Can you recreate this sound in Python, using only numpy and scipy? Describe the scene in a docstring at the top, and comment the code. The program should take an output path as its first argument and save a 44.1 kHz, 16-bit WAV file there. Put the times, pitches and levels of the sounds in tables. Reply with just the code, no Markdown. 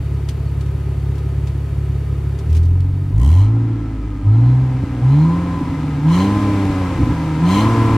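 """A parked six-cylinder car idles on a farm track, then is blipped six times, ever higher.
A stereo pair of microphones stands just behind its twin tailpipes. Firing pulses and the gas behind
them ring the silencer and pipes. At idle the pipes spit now and then and the engine bay whines faintly.
Under throttle the firings merge into a smooth boom with a rasping jet of gas; on the overrun they turn
uneven, and burble and pop in the silencer."""
import sys
import numpy as np
from scipy import signal
from scipy.fft import rfft, irfft, next_fast_len
from scipy.io import wavfile
from scipy.ndimage import uniform_filter1d

SR = 44100
rng = np.random.default_rng(int(sys.argv[2]) if len(sys.argv) > 2 else 0)


def unload_wav(signal):
    """Save mono or channel-first audio to the path in sys.argv[1] as 16-bit WAV at rate SR, clipped to [-1, 1]."""
    wavfile.write(
        sys.argv[1],
        SR,
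        np.round(np.clip(np.atleast_2d(signal).T, -1, 1) * 32767).astype(np.int16),
    )


N = 351477
TIME = np.arange(N) / SR


def from_db(db):
    """Decibels to gain."""
    return 10 ** (np.asarray(db) / 20)


def lookup(rows, at):
    """A table's other columns, interpolated along its first."""
    axis, *columns = np.transpose(rows)
    return [np.interp(at, axis, column) for column in columns]


def unit(x):
    """Scale to rms 1."""
    return x / np.sqrt(np.mean(x ** 2) + 1e-20)


def steady(x, size=3000):
    """Hold the running rms at 1."""
    power = uniform_filter1d(uniform_filter1d(x ** 2, size), size)
    return x / np.sqrt(np.maximum(power, 0) + 1e-4 * np.mean(x ** 2))


def cut(x, hz, kind, order=2):
    """Butterworth filter."""
    return signal.sosfilt(signal.butter(order, hz, kind, fs=SR, output="sos"), x + 1e-18)


def colour(x, spectrum):
    """Filter by a table of (Hz, dB)."""
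    hz, db = np.transpose(spectrum)
    size = next_fast_len(N)
    bins = np.maximum(np.fft.rfftfreq(size, 1 / SR), 1)
    gain = from_db(np.interp(np.log(bins), np.log(hz), db))
    return irfft(rfft(x, size) * gain, size)[:N]


def resonate(x, modes):
    """Parallel resonances (Hz, width in Hz, dB) with alternating signs."""
    out = 0
    for k, (hz, width_hz, db) in enumerate(modes):
        r = np.exp(-np.pi * width_hz / SR)
        poles = [1, -2 * r * np.cos(2 * np.pi * hz / SR), r * r]
        mode = (1 - r * r) / 2 * signal.lfilter([1, 0, -1], poles, x + 1e-18)
        out = out + (-1) ** k * from_db(db) * mode
    return out


def narrow_band(x, hz, width_hz, skirt_hz):
    """Two resonances in series, scaled to rms 1."""
    return unit(resonate(resonate(x, [(hz, width_hz, 0)]), [(hz, skirt_hz, 0)]))


def clicks(at, sizes):
    """Impulses at the given sample positions."""
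    return np.bincount(np.clip(at, 0, N - 1).astype(int), sizes, N)


def ramp(start, end):
    """Straight from 0 to 1 between two times."""
    return np.clip((TIME - start) / max(end - start, 1e-3), 0, 1)


def ease(u):
    """Round both ends of a ramp."""
    return np.sin(np.pi / 2 * u) ** 2


def swell(start, end, attack_s, release_s):
    """Attack from the start, hold to the end, release."""
    return ramp(start, start + attack_s) * (1 - ramp(end, end + release_s))


# The blips. Each row: start in seconds, firings per second there, top in seconds,
# firings per second there, bend of the rise (under 1 is early).
BLIPS = [(2.363, 34.85, 3.09, 47.2, .64), (3.125, 49, 3.606, 114.5, .78), (4.242, 99.8, 4.635, 128.7, .64),
         (5.011, 122.3, 5.433, 173.8, .72), (5.988, 145.5, 6.378, 206.5, .81),
         (7.351, 155.5, 7.74, 228.3, .91)]

def engine_speed(end_s=8.3, end_rate=204.5, fall_rounding=.6):
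    """Firings per second: each blip pulls the speed up an S-curve, then friction drags it down."""
    rate = BLIPS[0][1]
    troughs = [row[:2] for row in BLIPS[1:]] + [(end_s, end_rate)]
    for (low_s, low, top_s, top, bend), (next_s, next_low) in zip(BLIPS, troughs):
        rise = ease(ramp(low_s, top_s) ** bend)
        fall = ramp(top_s, next_s)
        fall += fall_rounding * (ease(fall) - fall)
        rate = rate + (top - low) * rise + (next_low - top) * fall
    return rate


# Engine orders in the boom, as multiples of the firing rate.
BOOM_ORDERS = (.5, 1, 1.5, 2, 3, 4, 6)
# Boom with the pedal up. Each row: firings per second, then each order's level in dB.
COAST_BOOM = [(35.6, -51, -51.5, -55, -22, -24.5, -25.5, -53), (48, -48, -35, -54, -22, -26, -47.5, -58),
              (71, -44, -22, -24, -31.5, -31, -44, -45), (105.2, -23.5, -29, -47.5, -42.5, -47, -55, -57),
              (114, -34, -19, -36.5, -43.5, -37.5, -55, -60),
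              (118.5, -28.5, -24, -39, -36.5, -50, -67, -45),
              (145.7, -29.5, -15, -41.5, -48.5, -39.5, -49, -45.5),
              (175, -27, -29.5, -31.5, -34, -41.5, -54, -32),
              (195, -16.5, -26, -26, -40.5, -44.5, -40, -51),
              (192, -24.5, -24.5, -27.5, -30, -43, -75, -61.5), (214, -17, -32, -23.5, -28, -45, -61, -48)]
# Boom under load. Each row: firings per second, levels of orders 1 and 2 in dB.
LOAD_BOOM = [(38.7, -32, -11), (54, -14, -14.5), (74.7, -8, -23.5), (95, -8, -42.5), (117, -9.5, -36),
             (161, -10, -28.5), (188.5, -15.5, -29.5), (228, -19.5, -34.5)]

def boom(phase, rate, load, stumbling, stumble_loss=.44):
    """The lowest engine orders leave the pipes as clean waves, a little different at each firing."""
    levels = dict(zip(BOOM_ORDERS, lookup(COAST_BOOM, rate)))
    for order, loaded_db in zip((1, 2), lookup(LOAD_BOOM, rate)):
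        levels[order] += load * (loaded_db - levels[order])
    # the silencer delays high orders more than low ones, which softens each beat
    tone = sum(from_db(db) * np.sin(2 * np.pi * order * phase - .5 * (order - 1) ** 2)
               for order, db in levels.items())
    per_firing = rng.standard_normal(int(phase[-1]) + 2)
    strength = np.interp(phase, np.arange(len(per_firing)), per_firing)
    # at low speed strong and weak firings alternate
    lope = 1 + rate[0] / rate * (.08 * strength + .13 * np.cos(np.pi * phase))
    return np.sqrt(2) * tone * lope * (1 - stumble_loss * stumbling)


# Cylinders in firing order. Each row: strength in dB, lateness in firing intervals.
CYLINDERS = [(2, 0), (-2.5, .035), (0, -.025), (-1, .055), (2.5, .01), (-3.5, -.03)]

def firings(phase, uneven, scatter_db, jitter):
    """One pulse a firing; uneven burning scatters each cylinder's strength and timing."""
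    number = np.arange(int(phase[-1]))
    slip, surge = rng.standard_normal((len(number), 2)).T
    strength_db, late = np.array(CYLINDERS)[number % len(CYLINDERS)].T
    loose = np.interp(number, phase, uneven)
    at = np.interp(number + late + jitter * loose * slip, phase, np.arange(N))
    return clicks(at, from_db(strength_db + scatter_db * loose * np.tanh(surge)))


def puffing(phase):
    """Gas leaves in one puff per firing."""
    return (.5 + .5 * np.cos(2 * np.pi * phase)) ** 2


# The silencer's low modes. Each row: pitch in Hz, width in Hz, relative level in dB.
CHAMBER_MODES = [(58, 12, -15.5), (85, 68, 10.5), (157, 83, -4.5), (190, 21, -25.5)]

def burble(phase):
    """Chance differences between firings shake the big chambers of the silencer."""
    at = np.interp(np.arange(int(phase[-1])), phase, np.arange(N))
    chambers = resonate(clicks(at, rng.standard_normal(len(at))), CHAMBER_MODES)
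    return steady(cut(cut(chambers, 220, "low", order=4), 30, "high"))


# The silencer's upper modes. Each row: pitch in Hz, width in Hz, relative level in dB.
DRONE_MODES = [(268.7, 29.2, 6.7), (286.6, 57.7, 1.4)]

def drone(blows):
    """Firing pulses keep the silencer droning."""
    return steady(cut(resonate(blows, DRONE_MODES), [225, 360], "band"))


# Tailpipe modes. Each row: pitch in Hz, width in Hz, relative level in dB.
TAILPIPE_MODES = [(780, 97, -31.5), (1026, 32, 2), (1330, 140, -12)]

def tailpipe_ring(edges, gas, throttle):
    """The tailpipe sings with the gas and on whichever engine order crosses its resonance."""
    drive = edges + (.28 + .8 * throttle) * gas
    return steady(cut(resonate(drive, TAILPIPE_MODES), [680, 1450], "band"))


# Pipework modes. Each row: pitch in Hz, width in Hz, relative level in dB.
PIPEWORK_MODES = [(395, 49, 15), (505.5, 93, 11), (802, 188, 6), (1300, 125, 7), (1610, 60, -7.5),
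                  (1836, 96, -3), (2039, 21, 4.5), (2323, 77, -5.5), (3040, 47, -18), (3960, 140, -30.5)]

def rasp(edges, gas, throttle):
    """Firing edges and flow noise ring the many modes of the pipework."""
    drive = edges + (.9 + .28 * throttle) * gas
    return steady(cut(resonate(drive, PIPEWORK_MODES), [410, 4200], "band", order=3))


def hollow_ring(gas, swell_s=.76):
    """Flowing gas sounds a hollow note in the pipe, swelling in at first."""
    note = resonate(gas, [(385.5, 48, 0)])
    return ramp(0, swell_s) * unit(resonate(note, [(383, 130, 0)]))


# Exhaust balance. Each row: firings per second, base dB of burble, drone, tailpipe ring, hollow ring.
EXHAUST_LEVELS = [(34.4, -27.5, -40.5, -58, -42), (43.8, -21, -34.5, -62, -50),
                  (59.4, -28, -29.5, -44, -46), (105.3, -32, -31, -52.5, -49),
                  (117.3, -31, -24, -46.5, -50), (133, -25, -27.5, -44.5, -54),
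                  (151, -28.5, -25.5, -41.5, -48), (171, -24, -23.5, -34.5, -37),
                  (191, -26.5, -24.5, -34.5, -46), (222, -19.5, -20, -24.5, -43),
                  (240, -23, -20, -29.5, -59)]

def exhaust(phase, rate, running, load, throttle, hiss_gain, jet, stumbling, stumble_db):
    """Firing pulses and the gas behind them ring the silencer and the pipes."""
    burble_db, drone_db, ring_db, hollow_db = lookup(EXHAUST_LEVELS, rate)
    idling = 1 - running
    uneven = np.clip(.6 * idling + .17 * running + stumbling, 0, 1)
    blows = firings(phase, uneven, scatter_db=14, jitter=.22)
    # slow firings have soft edges, so at idle the pipes sound mostly with flow noise
    edges = (.1 + .9 * running) * steady(firings(phase, uneven, scatter_db=4, jitter=.012))
    gas = unit(rng.standard_normal(N) * (3.8 + puffing(phase)))
    spurting_gas = gas * spurts(phase, running)
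    ring_gain = np.hypot(from_db(ring_db + 3.5 * load), from_db(9.5) * jet * running)
    return (from_db(burble_db + stumble_db - 3 * load - 3 * idling) * burble(phase)
            + from_db(drone_db + .42 * stumble_db - 2 * idling) * drone(blows)
            + ring_gain * tailpipe_ring(edges, gas, throttle)
            + from_db(13.5 - 8 * idling) * hiss_gain * rasp(edges, gas, throttle)
            + from_db(hollow_db) * hollow_ring(gas)
            + from_db(-46) * load * running ** .28 * bark(spurting_gas)
            + running * pipe_tips(spurting_gas, jet, hiss_gain, throttle))


def hiss(spectrum, treble_hz=3000):
    """Coloured noise whose treble has rms 1."""
    noise = cut(colour(rng.standard_normal(N), spectrum), 310, "high")
    return noise / np.std(cut(noise, treble_hz, "high", order=4))


# Gas hiss at idle and coasting. Each row: frequency in Hz, relative level in dB.
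IDLE_HISS = [(180, -33.5), (300, -7.5), (384, -3), (581, -22), (663, -20.5), (1050, -21.5), (1180, -28),
             (1280, -25.5), (1670, -26), (2830, -30), (3940, -38), (4570, -34.5), (5050, -40.5),
             (10100, -43), (15500, -49)]
COAST_HISS = [(880, -6.5), (1500, -10), (1620, -0.5), (1900, -17.5), (2050, -6.5), (3340, -14), (5950, -22),
              (6500, -23.5), (7750, -24.5), (15500, -39)]

def gas_hiss(phase, running, level_db=-1):
    """Gas hisses from the pipes, pulsing with the firings and changing colour with speed."""
    puff = puffing(phase)
    coast = hiss(COAST_HISS) * unit(1 + .5 * puff)
    idle = hiss(IDLE_HISS) * unit(1 + .14 * puff)
    return from_db(level_db) * (np.sqrt(running) * coast + np.sqrt(1 - running) * idle)


# Idle whines from the engine bay. Each row: pitch in Hz, opening level in dB.
WHINES = [(657, -58), (1250, -56.5), (3714, -66.5), (4560, -77.5), (5566, -76)]

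def whines(phase, running, hiss_gain, belt_order=12.17, chirp_hz=4440, chirp_s=.475):
    """Thin engine-bay tones: idle whines, one brief chirp, and a belt-driven part following the crank."""
    idle = sum(from_db(db) * narrow_band(rng.standard_normal(N), hz, width_hz=22, skirt_hz=88)
               for hz, db in WHINES)
    idle *= (1 - running) * hiss_gain / hiss_gain[0]
    spin = np.sin(2 * np.pi * belt_order * phase)
    flutter = 1 + .5 * unit(cut(rng.standard_normal(N), 25, "low"))
    belt = resonate(spin * flutter, [(1290, 140, .0076)])   # stands out as it crosses a panel resonance
    chirp_shape = np.exp(-np.minimum(((TIME - chirp_s) / .014) ** 2, 50))
    chirp = chirp_shape * np.sin(2 * np.pi * chirp_hz * TIME)
    return idle + from_db(-46) * running * belt + from_db(-53) * chirp


# Spits from the pipes. Each row: start in seconds, relative level in dB, fade in seconds.
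SPITS = [(0.286, -45.5, 0.013), (0.608, -52.5, 0.0081), (.66, -61, 0.0088), (1.154, -58, .008),
         (1.18, -56, 0.01), (1.47, -54.5, 0.015), (2.387, -53.5, 0.011), (2.497, -57.5, 0.014),
         (2.527, -53, 0.0075), (2.547, -51.5, 0.017), (2.565, -52.5, 0.014), (2.628, -59, 0.013),
         (2.652, -59, 0.0073), (2.804, -53, 0.0038)]

def spits(rise_s=.0016, gain_db=13):
    """Short bright sprays, likely condensed water blown off the rim."""
    shape = np.zeros(N)
    for start_s, db, fade_s in SPITS:
        age = np.maximum(TIME - start_s, 0)
        shape += from_db(db) * (1 - np.exp(-age / rise_s)) * np.exp(-np.minimum(age / fade_s, 50))
    spectrum = [(500, -26), (2000, -2), (3400, .5), (5500, -3.5), (9000, -9), (15500, -20)]
    spray = unit(colour(rng.standard_normal(N), spectrum))
    return from_db(gain_db) * shape * spray


# Pops, mostly on the overrun. Each row: start in seconds, level in dB.
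POPS = [(2.386, -34), (4.018, -25), (4.837, -8), (4.886, -23), (7.016, -13), (7.122, -12)]

def pops():
    """Late-burning fuel thumps inside the silencer."""
    start_s, db = np.transpose(POPS)
    bangs = clicks(start_s * SR, from_db(db))
    thumps = cut(resonate(bangs, CHAMBER_MODES + DRONE_MODES), 320, "low")
    return thumps / np.abs(thumps).max() * from_db(db.max())


# Pedal presses. Each row: start in seconds, hold in seconds, jet drive in dB.
PRESSES = [(2.47, .28, -71), (3.105, 0.31, -47), (4.225, 0.27, -62), (5.0, .23, -54), (6.017, 0.19, -37),
           (7.39, 0.2, -33.5)]

def pedal(jet_delay_s=.047):
    """Each press loads the engine (0-1), opens the gas flow (0-1) and drives a jet (gain)."""
    load = throttle = jet = 0
    for start_s, held_s, jet_db in PRESSES:
        end_s = start_s + held_s
        load = np.maximum(load, swell(start_s, end_s, attack_s=.046, release_s=.37))
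        opening = swell(start_s + jet_delay_s, end_s, attack_s=.08, release_s=.098)
        throttle = throttle + opening
        jet = jet + from_db(jet_db) * opening
    return load, throttle, jet


def spurts(phase, running):
    """Under throttle each firing is a sharp spurt; at speed they run together."""
    depth = .88 - .4 * running
    return steady(1 - depth + 2 * depth * puffing(phase) ** 2)


# The jet, close to the pipe mouths. Each row: frequency in Hz, relative level in dB.
JET_HISS = [(600, 7.5), (1250, 1), (1560, -38), (1900, 5.5), (2200, -1.5), (2550, -9), (3100, 7.5),
            (3650, -11.5), (4100, -2), (4800, -13), (6300, -8), (9000, -23.5), (13000, -29), (15800, -34)]

def gas_jet(phase, running):
    """The open throttle drives a jet of gas, brighter while the spurts are slow and full."""
    spray = cut(rng.standard_normal(N), [4800, 9000], "band", order=1)
    spray = unit(cut(spray, 4000, "high"))
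    blast = from_db(-2) * hiss(JET_HISS) + from_db(-10 * running ** 2) * spray
    return blast * spurts(phase, running)


def bark(spurting_gas, band_hz=(690, 960)):
    """Spurts of gas give the loaded engine a throaty bark."""
    return unit(cut(spurting_gas, band_hz, "band"))


# Modes of the pipe tips. Each row: pitch in Hz, width in Hz, relative level in dB.
TIP_MODES = [(830, 130, -10.5), (2150, 170, -1), (3240, 220, -10.5), (4090, 100, 0.5)]

def pipe_tips(spurting_gas, jet, hiss_gain, throttle):
    """The thin metal of the tips rings and buzzes under throttle."""
    ring = steady(cut(resonate(spurting_gas, TIP_MODES), [600, 4600], "band", order=3))
    buzz = narrow_band(spurting_gas, hz=4070, width_hz=280, skirt_hz=560)
    return from_db(-1) * jet * ring + from_db(-5) * hiss_gain * throttle * buzz


# Stumbles on the overrun. Each row: start in seconds, length in seconds, full burble gain in dB.
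STUMBLES = [(4.793, 0.088, -3), (5.548, 0.47, 2.5), (6.656, 0.049, 6), (6.944, 0.15, 9.5)]

def stumbles():
    """How ragged the burning turns (0-1) and the gain in burble (dB) that it brings."""
    spells = np.array([swell(start_s, start_s + length_s, attack_s=.066, release_s=.056)
                       for start_s, length_s, _ in STUMBLES])
    return spells.sum(0), np.array(STUMBLES)[:, 2] @ spells


# Width of the hiss at the microphones. Each row: frequency in Hz, side against mid in dB.
HISS_WIDTH = [(300, -9.5), (1000, -6.5), (2000, -7.5), (4000, -6), (8000, -0.5), (14000, 0.5)]

def microphones(engine, mid, side, lean_db=.86, hiss_lean_db=1.03, lag_samples=.9):
    """The close pair: above the bass the left is louder, the right hears the engine later."""
    lean = (from_db(lean_db) - 1) * cut(engine, 380, "high")
    right = np.interp(np.arange(N) - lag_samples, np.arange(N), engine - lean)
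    diffuse = mid + colour(side, HISS_WIDTH) * [[1], [-1]]
    return np.array([engine + lean, right]) + diffuse * from_db([[hiss_lean_db], [-hiss_lean_db]])


# Overall level of hiss, rasp and idle whines; it sinks at the first revs, then rises.
# Each row: time in seconds, base level in dB.
HISS_GAIN = [(0, -53.5), (2.55, -54), (2.7, -57), (3.6, -55.5), (4.2, -56.5), (4.5, -53), (5.0, -51),
             (5.35, -48), (6.03, -49), (6.3, -41.5), (6.8, -43.5), (7.38, -45.5), (7.68, -38.5),
             (7.97, -41)]

def scene(coast_jet=.1):
    """The car from just behind its tailpipes, following the pedal and the crank."""
    rate = engine_speed()
    phase = np.cumsum(rate) / SR   # counts firings
    running = np.clip((rate - 42) / 70, 0, 1)   # 0 at idle, 1 when revved
    load, throttle, jet = pedal()
    stumbling, stumble_db = stumbles()
    hiss_gain = from_db(lookup(HISS_GAIN, TIME)[0])
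    jet = np.hypot(jet, coast_jet * running * hiss_gain)   # a little jet stays while the revs fall
    engine = (boom(phase, rate, load, stumbling)
              + exhaust(phase, rate, running, load, throttle, hiss_gain, jet, stumbling, stumble_db)
              + whines(phase, running, hiss_gain) + pops())
    mid, side = (jet * gas_jet(phase, running) + hiss_gain * gas_hiss(phase, running) + spits()
                 for _ in range(2))
    return microphones(engine, mid, side)


def record(dry, fade_s=.004, cutoff_hz=15650):
    """The ends fade briefly and the top is cut steeply."""
    ends = np.clip(np.minimum(TIME, TIME[-1] - TIME) / fade_s, 0, 1)
    return signal.sosfilt(signal.ellip(12, .1, 90, cutoff_hz, fs=SR, output="sos"), dry * ends)


dry = scene()
out = record(dry)
unload_wav(out)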